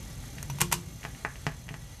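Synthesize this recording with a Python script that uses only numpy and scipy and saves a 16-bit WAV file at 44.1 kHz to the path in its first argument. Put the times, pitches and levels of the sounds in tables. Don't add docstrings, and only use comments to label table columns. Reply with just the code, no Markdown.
import sys
import numpy as np
from scipy import signal
from scipy.fft import rfft, irfft
from scipy.io import wavfile
from scipy.ndimage import uniform_filter1d

SR = 44100
rng = np.random.default_rng(int(sys.argv[2]) if len(sys.argv) > 2 else 0)


def log_audio(samples):
    frames = np.atleast_2d(samples).T
    limited = np.clip(frames, -1, 1)
    pcm = np.round(limited * 32767).astype(np.int16)
    wavfile.write(sys.argv[1], SR, pcm)


N = 88200

# (time [s], clack [dB], snap [dB], tick [dB], latch ring [dB], arm ring [dB], thud [dB])
LEVER_HITS = [(.4284, -54, -36.5, -30, -62, -52, -70), (0.4993, -40, -50, -49, -55, -39, -67),
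              (.586, -42, -52, -52, -55, -44, -69), (0.604, -64, -31, -34, -63, -65, -34.5),
              (0.6074, -29, -23, -24, -67, -37.5, -74), (0.6147, -26.5, -13.5, -22.5, -34, -47, -58),
              (0.6171, -29, -44, -51, -31, -36, -25.5), (0.655, -64, -44, -50, -60, -68, -73),
              (0.7153, -33.5, -50, -58, -36, -42.5, -56.5), (0.7242, -32, -20.5, -49, -53, -70, -47),
              (0.727, -24, -18, -45, -71, -27.5, -43), (0.7397, -32.5, -28, -48, -60, -59, -30.5)]
# (frequency [Hz], level [dB])
CLACK_TONE = [(150, -40), (400, 8), (600, -7), (1000, 12.5), (1800, -3), (2700, 7), (3800, 2.5), (6000, 5),
              (14000, -7)]
SNAP_TONE = [(500, -12.5), (2000, 4), (4500, -11.5), (5500, -4), (6600, 1), (8500, 3.5), (10000, -3),
             (12300, -2), (14000, -14)]
# (pitch [Hz], level [dB], time to fade by 60 dB [s])
LATCH_NOTES = [(1095, 0, .11), (1400, 0, .06), (1925, -3, .06), (2417, -9, .09), (2852, -8, .12),
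               (6650, -7, .07), (6950, -8, .07), (12350, -5, .025)]
ARM_NOTES = [(920, -2.5, 0.033), (955, -0.5, 0.066), (1020, -5, 0.063), (1500, -17, 0.15), (2426, -7, 0.07),
             (2640, -2.5, 0.04), (2860, -11, 0.14), (5630, -15, 0.093), (12500, -2.5, 0.035)]
CABINET_NOTES = [(149, -2, 0.24), (173.8, -4.5, 0.49), (350.2, -8, 0.4), (447, -18.5, 0.23)]
PING_NOTES = [(5960, 0, .07), (4950, -12, .04)]
# (time [s], level [dB])
TOUCHES = [(0.5003, -37), (.587, -53)]


def levers(groan_hz=138, groan_db=-33):
    t = clock()
    clack_fade = fade(0.03) + amp(-11) * fade(0.22)
    snap_fade = fade(0.012) + amp(-17) * fade(0.12)
    parts = [ring(notes) for notes in (LATCH_NOTES, ARM_NOTES, CABINET_NOTES)]
    out = sum(at(start, amp(db) * ring(PING_NOTES)) for start, db in TOUCHES)
    for start, clack_db, snap_db, tick_db, *parts_db in LEVER_HITS:
        clack = amp(clack_db) * clack_fade * noise(CLACK_TONE)
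        snap_and_tick = (amp(snap_db) * snap_fade + amp(tick_db) * fade(0.006)) * noise(SNAP_TONE)
        ringing = sum(amp(db) * part for db, part in zip(parts_db, parts))
        out += at(start, clack + snap_and_tick + ringing)
    swell = amp(groan_db) * np.exp(-((t - 0.537) / 0.059) ** 2)
    groan = swell * np.sin(2 * np.pi * groan_hz * t + drift(40.3))
    return out + groan


# (time [s], loudspeaker click [dB], bass boom [dB], crack [dB], bright edge [dB])
NEEDLE_POPS = [(0.384, -43, -66, -29.5, -36), (1.0315, -53, -67, -31.5, -73), (1.041, -30, -38, -35, -35),
               (1.051, -20, -35.5, -24.5, -33), (1.149, -39, -65, -36.5, -60), (1.2497, -13, -37, -58, -31),
               (1.357, -36, -57, -34, -58), (1.467, -13, -24.5, -17, -21.5), (1.682, -37.5, -52, -39, -65),
               (1.690, -30.5, -50, -25.5, -40), (1.708, -38, -33, -57, -60), (1.7418, -26.5, -54, -31, -39)]
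# (frequency [Hz], level [dB])
SPEAKER_TONE = [(80, -15.5), (200, -14), (450, -7.5), (560, -18), (720, -4.5), (1050, -2.5), (1400, -5),
                (1850, 0), (2300, -8.5), (2700, -11), (3100, -22.5), (6000, -38), (14000, -45.5)]
CRACK_TONE = [(300, -40.5), (1300, -8.5), (1800, 7), (2300, 0), (2800, 3), (3200, -4.5), (3600, -19.5),
              (8000, -30.5)]
EDGE_TONE = [(500, -22), (2000, -3.5), (3000, 8), (3800, 1.5), (5500, 0), (8000, -7), (14000, -32)]
# (pitch [Hz], level [dB], fade time [s])
CONE_NOTES = [(430, -50, 0.036), (711, -24, 0.1), (874, -23, .06), (1730, -22.5, 0.024)]
BOX_NOTES = [(127, -21, 0.26), (150.2, 1, .13), (256, -13.5, 0.23), (418, -17, 0.14), (668, -19.5, 0.26)]


def needle_pops():
    cone = click(SPEAKER_TONE) + ring(CONE_NOTES)
    crack, edge, box = click(CRACK_TONE), click(EDGE_TONE), ring(BOX_NOTES)
    direct, boom = np.zeros(N), np.zeros(N)
    for start, cone_db, boom_db, crack_db, edge_db in NEEDLE_POPS:
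        direct += at(start, amp(cone_db) * cone + amp(crack_db) * crack + amp(edge_db) * edge)
        boom += at(start, amp(boom_db) * box)
    room = amp(-5) * echoes(direct, fade_s=0.055) + amp(-5.5) * echoes(direct, fade_s=0.24)
    return direct - boom + room


# (pitch [Hz], level [dB], fade time [s])
SPRING_NOTES = [(5722, -64, 3), (6358, -61, 2.5), (7031, -65, 2.8), (7763, -61, 3), (8545, -65, 7),
                (12045, -74, 5), (13028, -66, 3)]


def spring(start_s=0.7242):
    out = np.zeros(N)
    for note in SPRING_NOTES:
        pulse_hz = rng.uniform(1.017, 3.444)
        pulse = 1 + np.sin(2 * np.pi * (pulse_hz * clock() + rng.random()))
        out += ring([note]) * pulse
    return at(start_s, out)


# (delay [s], half length [s], pitch [Hz], pitch spread [Hz], first level [dB])
ROUGH_SPOTS = [(.0012, 0.003, 6440, 420, -59.5), (.0066, 0.0026, 11050, 1070, -62),
               (.008, 0.0049, 6500, 2500, -68)]


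def spinning_rub(turns_per_s=39.65, fade_db_per_s=-3, fresh_share=0.25):
    t, turns, out = clock(), np.zeros(N), np.zeros(N)
    turn_starts_s = np.arange(0, N / SR, 1 / turns_per_s)
    turns[(turn_starts_s * SR).astype(int)] = 1
    for delay, half_length, hz, spread_hz, db in ROUGH_SPOTS:
        spot = np.exp(-((t - delay) / half_length) ** 2)
        repeated = through(turns, spot * rng.standard_normal(N))
        fresh = through(turns, spot) * rng.standard_normal(N)
        band = signal.iirpeak(hz, hz / spread_hz, fs=SR)
        out += amp(db) * unit(signal.lfilter(*band, repeated + fresh_share * fresh))
    return out * amp(fade_db_per_s * t)


# (frequency [Hz], level [dB])
RUMBLE_TONE = [(20, -23), (32, -24), (42, 1), (60, 1.5), (80, -1), (105, -2), (138, 1), (170, -4),
               (205, -11.5), (255, -10.5), (320, -19.5), (600, -25), (1500, -42)]
HISS_TONE = [(100, -12), (500, 2), (1200, 0.5), (2000, 1), (2400, -1), (3200, 0), (3800, -2), (6800, -3.5),
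             (9000, -5.5), (13500, -10)]
# (time [s], rumble [dB], hiss [dB])
BACKGROUND_LEVELS = [(0, -40.5, -51), (.55, -39.5, -51), (.85, -43, -54.5), (1.201, -46, -52.5),
                     (1.6, -45, -55.5), (2, -48.5, -53)]
# (pitch [Hz], level [dB])
MOTOR_NOTES = [(39.65, -54), (59.2, -53.5), (118.6, -51), (3327, -71.5), (4078, -69), (6222, -62)]


def motor_and_groove():
    t = clock()
    times, rumble_db, hiss_db = np.array(BACKGROUND_LEVELS).T
    rumble = noise(RUMBLE_TONE) * amp(np.interp(t, times, rumble_db) + 1.03 * drift(15.7))
    hiss = noise(HISS_TONE)
    hiss = unit(hiss + echoes(hiss, fade_s=0.08))
    hiss *= amp(np.interp(t, times, hiss_db) - 1.1 * drift(21.6))
    hum = np.zeros(N)
    for hz, db in MOTOR_NOTES:
        loudness = amp(db + 0.5 * drift(4.94))
        hum += loudness * np.sin(2 * np.pi * hz * t + 0.32 * drift(7.3))
    return rumble + hiss + hum


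def dust(count=24, level_db=-47, spread_db=4):
    kicks = np.zeros(N)
    kicks[rng.integers(0, N, count)] = amp(level_db + spread_db * rng.standard_normal(count))
    return through(kicks, click(SPEAKER_TONE))


def echoes(x, fade_s):
    tail = rng.standard_normal(N) * fade(fade_s)
    return through(x, at(0.002, tail / np.linalg.norm(tail)))


def amp(db):
    return 10 ** (np.asarray(db) / 20)


def clock():
    return np.arange(N) / SR


def unit(x):
    return x / np.std(x)


def gains(tone):
    hz, db = np.array(tone).T
    every_hz = np.arange(N // 2 + 1) * SR / N
    return amp(np.interp(np.log(every_hz + 1), np.log(hz), db))


def noise(tone):
    return unit(irfft(rfft(rng.standard_normal(N)) * gains(tone), N))


def click(tone):
    cepstrum = irfft(np.log(gains(tone)), N)
    first_half = np.arange(N) < N // 2
    pulse = irfft(np.exp(rfft(2 * cepstrum * first_half)), N)
    return pulse / np.abs(pulse).max()


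def fade(fade_s):
    return amp(-60 * clock() / fade_s)


def ring(notes):
    return sum(amp(db) * fade(fade_s) * np.sin(2 * np.pi * hz * clock()) for hz, db, fade_s in notes)


def through(x, response):
    return signal.fftconvolve(x, response)[:N]


def at(start, x):
    return np.concatenate([np.zeros(int(start * SR)), x])[:N]


def drift(steps_per_s):
    hold = int(SR / steps_per_s)
    steps = np.repeat(rng.standard_normal(N // hold + 1), hold)
    return unit(uniform_filter1d(uniform_filter1d(steps, hold), hold)[:N])


def scene():
    return (levers() + spring() + needle_pops() + spinning_rub() + motor_and_groove() + dust())[None]


def record(dry, low_cut_hz=32, high_cut_hz=14000):
    thin = signal.sosfilt(signal.butter(3, low_cut_hz, "high", fs=SR, output="sos"), dry)
    return signal.sosfilt(signal.ellip(10, .2, 80, high_cut_hz, fs=SR, output="sos"), thin)


dry = scene()
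out = record(dry)
log_audio(out)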